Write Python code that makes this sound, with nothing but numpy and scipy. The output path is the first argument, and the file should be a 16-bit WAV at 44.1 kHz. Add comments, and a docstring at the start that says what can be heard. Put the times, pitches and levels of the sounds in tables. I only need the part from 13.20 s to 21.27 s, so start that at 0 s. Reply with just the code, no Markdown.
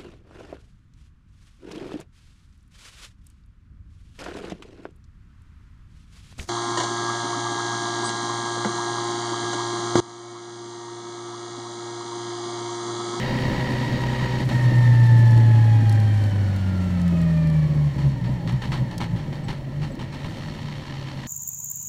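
"""On board a single-seater in the pit lane

A four-cylinder car cruises with whining gears, lifts off and booms on the overrun, lugs until the
driveline knocks through its backlash, then settles to a clattering idle. Firing and tooth meshing are
harmonics of the crank, shaped by pipe, gearbox and body resonances. Noise makes the rumble and hiss of
the tyres; short bursts make knocks and grit; gliding sines make two brake squeaks."""
import sys
import numpy as np
from scipy import signal
from scipy.fft import rfft, irfft, next_fast_len
from scipy.io import wavfile

SR = 44100
rng = np.random.default_rng(int(sys.argv[2]) if len(sys.argv) > 2 else 0)


def wav_out(sig):
    """Save sig, one row per channel (or a flat mono array), as 16-bit PCM at SR to the path in sys.argv[1]."""
    wavfile.write(sys.argv[1], SR, np.round(np.clip(np.atleast_2d(sig).T, -1, 1) * 32767).astype(np.int16))


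N = 355887
TIME = np.arange(N) / SR

# crankshaft speed without the lurches: time_s, crank_turns_per_s
CRANK_SPEED = [(0, 63.2), (1.22, 63.1), (1.7, 60.1), (2.45, 56.0), (2.95, 52.3), (3.5, 46.8), (3.75, 44.6),
               (4.15, 40.4), (4.66, 36.5), (5.03, 29.5), (5.27, 27), (5.52, 32.5), (6.12, 23.4), (6.42, 22),
               (6.88, 22), (7.07, 40.8), (7.7, 34.5), (8.07, 33.2)]
# drivetrain state: time_s, throttle_0_to_1, steady_tooth_contact_0_to_1, clutch_free_0_to_1
DRIVE_STATE = [(0, 1, 1, 0), (.8, .75, 1, 0), (1.235, .8, 1, 0), (1.25, 0, 0, 0), (1.3, .3, .3, 0),
               (1.35, 0, 1, 0), (4.67, 0, 1, 0), (4.73, 0, 0, 0), (6.85, 0, 0, 0), (7.1, 0, 0, 1)]
# car lurches while lugging: centre_s, half_length_s, crank_kick_turns_per_s, boom_swell_db
CAR_LURCHES = [(4.785, 0.022, 0, 11.5), (4.872, .06, 2.5, 14), (5.033, 0.046, 0, 9.5),
               (5.124, 0.046, 4, 11), (5.278, 0.038, 0, 8.5), (5.349, .035, 3.5, 9.5),
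               (5.5, 0.026, 0.92, 12), (5.616, 0.024, 1, 12.5), (5.795, 0.043, 0.43, 4),
               (5.939, 0.0517, 3, 7), (6.098, 0.037, 0, 6.5), (6.278, .08, 4.5, -2.5), (6.63, 0.084, 3, 7)]
# speed over the ground: time_s, road_speed_m_per_s
ROAD_SPEED = [(0, 19), (1.5, 19), (3, 16.5), (5, 10.3), (8.07, 5.4)]

# firing tones before pipe and pace: crank_multiple, throttle_db, overrun_db, lugging_db, idling_db
FIRING_TONES = [(2, -29.5, -11, -19.5, -36), (4, -12.5, -12, -27, -29), (6, -18, -21.5, -24, -18.5)]
# exhaust pass band, which the firing tones slide through: frequency_hz, gain_db
PIPE_PASS_BAND = [(55, -21), (86, -13.5), (102, -5.5), (116, 0.5), (128, -1), (145, 0), (172, -3.5),
                  (204, -24.5), (250, -25), (305, -33.5), (375, -21.5)]
# weaker engine orders at top crank speed: crank_multiple, throttle_db, overrun_db
WEAK_ENGINE_ORDERS = [(1, -39, -42), (1.5, -55, -47), (2.5, -52, -36), (3, -50, -41), (3.5, -36, -47),
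                      (5, -53, -46), (8, -40, -53)]
# brief dips of the boom: centre_s, dip_db
BOOM_FALTERS = [(3.11, 6), (4.485, 10), (4.545, 9.5), (6.74, 12), (6.95, 15), (7.2, 5), (7.64, 7)]
FALTER_S, IDLE_FALTER_S = 0.014, 0.059   # half length with teeth in steady contact, and without
# exhaust pipe resonance, applied twice, and the nominal level of ragged firing
PIPE_HZ, PIPE_WIDTH_HZ, LUG_DB = 141.7, 26, -18
RAGGED_TOP_PACE = .55   # ragged firing grows with crank speed up to this share of top speed

# tooth tones before mounts and pace: mesh_multiple, throttle_db, overrun_db, flutter_db, flutter_pole_hz
TOOTH_TONES = [(1, -53.5, -53.5, 1.6, 31), (2, -54, -53.5, 2.4, 55), (3, -65, -63.5, 3, 40),
               (4, -52, -59, 3.5, 55), (5, -52, -70, 2, 35), (7, -63, -74.5, 2.5, 35),
               (8, -69, -77, 2.5, 35)]
# gearbox mount resonances: centre_hz, nominal_width_hz, power_lift_db
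MOUNT_RESONANCES = [(605, 41, 17.5), (813, 43, 13.5), (863, 74, 16.5), (970, 100, 13.5), (1180, 120, 3.5),
                    (1380, 70, 7.5), (1815, 125, 17.5), (2400, 280, 8.5), (3140, 150, 5)]
# further gear lines, before the body resonances: crank_multiple, throttle_db, overrun_db
GEAR_LINES = [(13, -57, -65), (16, -55, -73.5), (29, -65, -61)]
# gear lines before the casing resonance: crank_multiple (sounded to the nearest half), throttle_db, overrun_db
CASING_LINES = [(28, -62, -57), (29, -64, -53), (31, -43.5, -61), (32.7, -54, -49.5), (35.1, -48, -50.5)]
GEARBOX_HZ, GEARBOX_WIDTH_HZ = 1856, 150   # ring of the gearbox casing
MESH_TEETH = 15
LOOSE_TEETH_DB, FREE_TEETH_DB = -5.5, -16   # whine when lugging, and with the clutch free
# the gears float for an instant as the throttle shuts
SLACK_S, SLACK_HALF_S, SLACK_WHINE_DB = 1.265, .026, -7

# force spectrum of the driven clatter: frequency_hz, relative_density_db_per_hz
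CLATTER_SPECTRUM = [(200, 0), (450, 3.5), (900, 3.5), (1450, -2), (1900, 1), (2500, 0.5), (4400, -7.5),
                    (4900, -8.5), (7000, -15), (10000, -32), (12000, -32), (16000, -33)]
# force spectrum of the idling engine: frequency_hz, relative_density_db_per_hz
IDLE_SPECTRUM = [(200, -1.5), (330, 13), (480, -7.5), (900, 3.5), (1500, -3.5), (1900, -1), (2800, 0.5),
                 (4400, -5.5), (6200, -11), (8000, -20), (10000, -35), (12000, -36), (16000, -43)]
# nominal level at top crank speed; added under throttle
CLATTER_DB, CLATTER_LOAD_DB = -45.5, 6
# added at idle; rise with crank speed in gear
CLATTER_IDLE_DB, CLATTER_DB_PER_OCTAVE = -2.3, 5.5

# driveline knocks: start_s, nominal_level_db, decay_s
DRIVELINE_KNOCKS = [(1.291, -28.5, .007), (4.78, -38.5, 0.067), (5.04, -38.5, 0.036), (5.273, -32.5, .036),
                    (5.418, -30.5, .034), (5.518, -26.5, 0.03), (5.71, -34.5, 0.016), (5.803, -26, .026),
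                    (5.96, -42, 0.12), (6.125, -38.5, .04), (6.282, -31.5, .034), (6.616, -33.5, 0.039),
                    (6.79, -36.5, 0.054), (6.925, -35.5, .03), (7.043, -30, 0.0082)]
# force spectrum of a knock: frequency_hz, relative_density_db_per_hz
KNOCK_SPECTRUM = [(100, 21), (380, 12), (550, -4.5), (850, 7.5), (1500, 0), (1900, 0.5), (2400, 2),
                  (3000, 0.5), (4400, -4), (5000, -6.5), (8000, -14), (10000, -21), (16000, -32)]
REBOUND_S, REBOUND_DB = 0.0179, -3.5   # each knock bounces back once

# brake squeaks: centre_s, nominal_pitch_hz, peak_db
BRAKE_SQUEAKS = [(6.248, 7950, -51), (6.722, 7750, -54)]

# force spectrum of the chassis rumble: frequency_hz, relative_density_db_per_hz
RUMBLE_SPECTRUM = [(20, -7.5), (45, -6.5), (75, -8.5), (120, 3.5), (180, -2), (250, -1), (330, -9),
                   (400, -15), (470, -19), (600, -17.5), (760, -25.5), (1100, -34), (2000, -55.5)]
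# force spectrum of the tyre hiss: frequency_hz, relative_density_db_per_hz
HISS_SPECTRUM = [(350, -4), (520, 13), (750, 3), (2000, -4), (5000, -2), (7200, 0), (10000, -8),
                 (12000, -7.5), (16000, -26.5)]
# grit on the bodywork: start_s, nominal_level_db
GRIT_TICKS = [(2.1094, -35.5), (2.1774, -35), (2.695, -27.5), (2.7162, -38), (2.7247, -28.5), (2.8, -33),
              (3.0395, -36), (3.3623, -34), (3.8156, -36), (3.879, -33.5), (4.0156, -33.5), (4.2714, -37.5),
              (4.3, -39), (5.3236, -39), (5.78, -25), (6.7526, -41)]
# force spectrum of a grit tick: frequency_hz, relative_density_db_per_hz
TICK_SPECTRUM = [(1000, -14), (3000, -7), (4000, 4.5), (8000, 0), (13000, -4.5), (16000, -15)]
# nominal level at top road speed; added under throttle; rise with road speed
RUMBLE_DB, RUMBLE_LOAD_DB, RUMBLE_DB_PER_OCTAVE = -31, 4.5, 3.5
RUMBLE_SHAKE_DB, RUMBLE_LURCH_SHARE = 4.5, 0.19   # added after lift-off; share of a positive boom swell
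HISS_DB, HISS_SHAKE_DB = -48, 2.5   # nominal level at top crank speed; added after lift-off
GRIT_DECAY_S, FINE_GRIT_DB, FINE_GRIT_UNTIL_S = 0.0028, -53, 4.5   # fine grit: lowest nominal level

# chassis and bodywork resonances: centre_hz, nominal_width_hz, power_lift_db
BODY_RESONANCES = [(337, 51, 2.5), (564, 110, 7), (818, 110, 7), (973, 127, 8.5), (1297, 150, 6.5),
                   (1833, 300, 10), (2214, 130, 4.5), (2800, 110, 3.5), (3104, 214, 6.5), (3380, 120, 2),
                   (3700, 240, 4.5), (4050, 130, 6.5), (4380, 183, 10), (5510, 350, 4.5), (9030, 350, 3)]

# the drivetrain rocks when the throttle shuts: the boom dips on each swing
LIFT_OFF_S, ROCK_HZ, ROCK_DIP_DB, ROCK_DECAY_S = 1.29, 8.6, 13.5, 0.23
SHAKE_DB, SHAKE_DECAY_S = 6, 0.49   # the gears rattle on for a while
BOOM_SAG_DB, BOOM_BUILD_S = 3.5, .3   # the overrun boom takes a moment to build
CUTOFF_HZ = 15900


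def exhaust(turns, speed, pace, swell_db, throttle, meshed, lugging, free):
    """Periodic excitation: two firings a turn make the boom; unequal cylinders add the orders between."""
    boom = 0
    for k, (multiple, on_db, off_db, lug_db, idle_db) in enumerate(FIRING_TONES):
        driven_db = meshed * blend(on_db, off_db, throttle)
        load_db = driven_db + lug_db * lugging + idle_db * free
        pipe_db = at_hz(PIPE_PASS_BAND, multiple * speed)
        boom = boom + from_db(load_db + pipe_db) * tone(turns + k / 16, multiple)
    flutter_db = (0.7 + .8 * lugging + 1.0 * throttle) * drift(24)
    boom = boom * from_db(swell_db + falters(meshed) + flutter_db)
    between = orders(WEAK_ENGINE_ORDERS, turns, throttle, flutter_db=1.0, flutter_rate=6.6, scatter=1.99)
    # ragged firings set the pipe ringing at its own pitch
    ragged = resonate(rng.standard_normal(N), PIPE_HZ, PIPE_WIDTH_HZ)
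    ragged = resonate(ragged, PIPE_HZ, PIPE_WIDTH_HZ)
    ragged_gain = np.minimum(pace, RAGGED_TOP_PACE) ** 3 * lugging * from_db(LUG_DB + .6 * swell_db)
    return pace * boom + pace ** 2 * between + ragged_gain * rms_one(ragged)


def gears(turns, speed, pace, throttle, meshed, lugging, free):
    """Tooth meshing, fifteen a turn; shaft twist modulates its phase, most when the teeth are loose."""
    twisted = turns + (.0009 + .0009 * throttle + .004 * lugging) * drift(24)
    whine = 0
    for multiple, on_db, off_db, flutter_db, flutter_rate in TOOTH_TONES:
        order = multiple * MESH_TEETH
        level_db = blend(on_db, off_db, throttle) + flutter_db * drift(flutter_rate)
        mount_gain = np.sqrt(lift(MOUNT_RESONANCES, order * speed))
        whine = whine + from_db(level_db) * mount_gain * tone(twisted, order)
    whine_db = LOOSE_TEETH_DB * lugging + FREE_TEETH_DB * free + SLACK_WHINE_DB * slack()
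    # the weaker lines swell as they slide through the resonances
    lines = body(orders(GEAR_LINES, twisted, throttle, flutter_db=3.5, flutter_rate=35))
    casing = orders(CASING_LINES, twisted, throttle, flutter_db=4.5, flutter_rate=54)
    casing = resonate(casing, GEARBOX_HZ, GEARBOX_WIDTH_HZ)
    return whine * pace * from_db(whine_db) + meshed * (lines + casing)


def clatter(turns, throttle, free, clatter_db):
    """Amplitude-modulated impacts: gears rattle once a turn under throttle, the idle ticks at each firing."""
    per_turn = np.cos(2 * np.pi * turns)
    per_firing = np.cos(2 * np.pi * 2 * turns)
    driven_db = 4.5 + 2 * throttle + 1.4 * throttle * per_turn + 0.48 * per_firing
    driven = body_noise(CLATTER_SPECTRUM) * from_db(driven_db)
    idling = body_rattle(IDLE_SPECTRUM, per_s=3500) * from_db(3.2 * per_firing + 5.0)
    level_db = clatter_db - 3 * slack() + 0.98 * drift(69)
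    # equal-power change from driven to idling
    return (np.sqrt(1 - free) * driven + np.sqrt(free) * idling) * from_db(level_db)


def driveline():
    """Impact across backlash: the gear dogs slam, rebound once and chatter to rest."""
    rebounds = [(s + REBOUND_S, db + REBOUND_DB, decay) for s, db, decay in DRIVELINE_KNOCKS]
    blows = bursts(DRIVELINE_KNOCKS + rebounds, attack_s=.001) * from_db(1.8 * drift(130))
    return body_rattle(KNOCK_SPECTRUM, per_s=4000) * blows * from_db(1.35)


def brakes():
    """Friction tone: a pad touches the disc and gives a short, sagging squeak."""
    out = np.zeros(N)
    for s, hz, db in BRAKE_SQUEAKS:
        age = np.clip(TIME - s, -.1, .1)
        pitch = hz * (1 - 1.3 * age + 0.00802 * drift(200))
        envelope = from_db(db) * np.exp(-(age / 0.0081) ** 2)
        out += envelope * np.sin(2 * np.pi * np.cumsum(pitch) / SR)
    return out


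def tyres(throttle, pace, swell_db):
    """Random excitation: rumble follows road speed, hiss follows crank speed, and grit ticks sharply."""
    road, = in_time(ROAD_SPEED)
    shake = after_lift_off(SHAKE_DECAY_S)
    rumble_db = RUMBLE_DB + RUMBLE_LOAD_DB * throttle + RUMBLE_DB_PER_OCTAVE * np.log2(road / road.max())
    shaken_db = RUMBLE_SHAKE_DB * shake + RUMBLE_LURCH_SHARE * np.maximum(swell_db, 0)
    rumble = body_noise(RUMBLE_SPECTRUM) * from_db(rumble_db + shaken_db + 1.85 * drift(8.8))
    hiss_db = HISS_DB + HISS_SHAKE_DB * shake + 1.4 * drift(25)
    hiss = body_noise(HISS_SPECTRUM) * from_db(hiss_db) * pace ** 1.4
    fine = [(when * FINE_GRIT_UNTIL_S, FINE_GRIT_DB + 8 * size, GRIT_DECAY_S)
            for when, size in rng.random((24, 2))]
    stones = [(s, db, GRIT_DECAY_S) for s, db in GRIT_TICKS]
    grit = body_noise(TICK_SPECTRUM) * bursts(stones + fine, attack_s=.0004) * from_db(-3.5)
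    return rumble + hiss + grit


def lurches():
    """Torsional surging: lurches kick the crank and shift the boom level: turns_per_s, swell_db."""
    kick, swell_db = 0, 0
    for s, half_s, turns_per_s, db in CAR_LURCHES:
        shape = np.exp(-((TIME - s) / half_s) ** 2)
        kick = kick + turns_per_s * shape
        swell_db = swell_db + db * shape
    rocking = after_lift_off(ROCK_DECAY_S) * np.cos(np.pi * ROCK_HZ * (TIME - LIFT_OFF_S)) ** 2
    return kick, swell_db - ROCK_DIP_DB * rocking - BOOM_SAG_DB * after_lift_off(BOOM_BUILD_S)


def falters(meshed):
    """Gaussian dips of the boom in dB, longer once the wheels no longer drive the crank."""
    half_s = FALTER_S * meshed + IDLE_FALTER_S * (1 - meshed)
    return -sum(db * np.exp(-((TIME - s) / half_s) ** 2) for s, db in BOOM_FALTERS)


def slack():
    """Backlash: near 1 while the gears float between drive and overrun, else near 0."""
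    return np.exp(-((TIME - SLACK_S) / SLACK_HALF_S) ** 4)


def after_lift_off(decay_s):
    """Exponential decay: jumps to 1 as the throttle shuts, then dies away."""
    return (TIME > LIFT_OFF_S) * np.exp(-np.abs(TIME - LIFT_OFF_S) / decay_s)


def tone(turns, multiple):
    """Harmonic of rotation: a line of rms 1, locked to the nearest half order of the crank."""
    return np.sqrt(2) * np.cos(np.pi * np.round(2 * multiple) * turns)


def orders(table, turns, throttle, flutter_db, flutter_rate, scatter=0):
    """Order superposition: fluttering lines follow the throttle; scatter puts them out of step."""
    total = 0
    for multiple, on_db, off_db in table:
        level_db = blend(on_db, off_db, throttle) + flutter_db * drift(flutter_rate)
        total = total + tone(turns + scatter * rng.random(), multiple) * from_db(level_db)
    return total


def bursts(rows, attack_s):
    """Power summation of blow envelopes, given as start_s, level_db, decay_s."""
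    power = np.zeros(N)
    for s, db, decay in rows:
        start = int(s * SR)
        age = TIME[:min(N - start, SR // 2)]
        blow = from_db(db) * (1 - np.exp(-age / attack_s)) * np.exp(-age / decay)
        power[start:start + len(age)] += blow ** 2
    return np.sqrt(power)


def body(force, spectrum=((20, 0), (20000, 0))):
    """Minimum-phase filtering: a force with this colour, heard through the resonances of the car."""
    size = 2 * next_fast_len(N // 2 + SR // 8)
    hz = np.maximum(np.arange(size // 2 + 1) * SR / size, 1)
    # minimum phase: the body rings after a blow, never before it
    gain = from_db(at_hz(spectrum, hz)) * np.sqrt(lift(BODY_RESONANCES, hz))
    cepstrum = irfft(np.log(gain))
    response = np.exp(rfft(2 * cepstrum[:size // 2], size) - cepstrum[0])
    return irfft(rfft(force, size) * response, size)[:N]


def body_noise(spectrum):
    """Random vibration: noise forces shake the car; rms 1."""
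    return rms_one(body(rng.standard_normal(N), spectrum))


def body_rattle(spectrum, per_s):
    """Random impulses: many tiny metal contacts a second, each ringing the car; rms 1."""
    struck = rng.random(N) < per_s / SR
    contacts = struck * rng.choice([-1, 1], N) * rng.uniform(0.38, 1, N)
    return rms_one(body(contacts, spectrum))


def resonate(x, hz, width_hz):
    """Single resonance with gain 1 at its peak."""
    return signal.lfilter(*signal.iirpeak(hz, hz / width_hz, fs=SR), x)


def lift(resonances, hz):
    """Resonance superposition: power gain at these frequencies."""
    gain = 1
    for centre, width, db in resonances:
        gain = gain + (from_db(db) ** 2 - 1) / (1 + ((hz - centre) / (width * 2 / 3)) ** 2) ** 2
    return np.abs(gain)


def at_hz(spectrum, hz):
    """Spectral interpolation on a logarithmic frequency axis, in dB."""
    points = np.array(spectrum, float)
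    return np.interp(np.log(hz), np.log(points[:, 0]), points[:, 1])


def drift(rate):
    """Low-pass random modulation: two poles at rate (Hz), spread 1."""
    r = np.exp(-80 * np.pi * rate / SR)   # computed on every 40th sample
    noise = rng.standard_normal(N // 40 + 2002)
    slow = signal.lfilter([1], [1, -2 * r, r * r], noise)[2000:]   # drop the filter's start-up
    return np.interp(np.arange(N) / 40, np.arange(len(slow)), rms_one(slow))


def in_time(rows):
    """Linear interpolation of each column of a curve, sample by sample."""
    s, *columns = np.transpose(rows)
    return [np.interp(TIME, s, column) for column in columns]


def blend(on_db, off_db, throttle):
    """Load dependence: level in dB between throttle and overrun."""
    return on_db * throttle + off_db * (1 - throttle)


def from_db(db):
    """Logarithmic level to amplitude gain."""
    return 10 ** (np.asarray(db) / 20)


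def rms_one(x):
    """Power normalisation to rms 1."""
    return x / np.sqrt(np.mean(x ** 2) + 1e-20)


def scene():
    """Common rotation: crank speed and drivetrain state govern the sources, which add linearly."""
    cruise, = in_time(CRANK_SPEED)
    throttle, meshed, free = in_time(DRIVE_STATE)
    kick, swell_db = lurches()
    speed = cruise + kick
    turns = np.cumsum(speed) / SR
    pace = speed / speed.max()
    lugging = (1 - meshed) * (1 - free)   # in gear, but with the teeth loose
    clatter_db = (CLATTER_DB + CLATTER_DB_PER_OCTAVE * np.log2(pace) * (1 - free)
                  + CLATTER_LOAD_DB * throttle + CLATTER_IDLE_DB * free
                  + SHAKE_DB * after_lift_off(SHAKE_DECAY_S))
    engine = exhaust(turns, speed, pace, swell_db, throttle, meshed, lugging, free)
    whine = gears(turns, speed, pace, throttle, meshed, lugging, free)
    rattle = clatter(turns, throttle, free, clatter_db)
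    mix = engine + whine + rattle + driveline() + brakes() + tyres(throttle, pace, swell_db)
    return mix[None]


def record(dry):
    """Band limitation: a steep elliptic low-pass removes the top of the treble."""
    return signal.sosfilt(signal.ellip(10, .2, 90, CUTOFF_HZ, fs=SR, output="sos"), dry)


dry = scene()
out = record(dry)
wav_out(out)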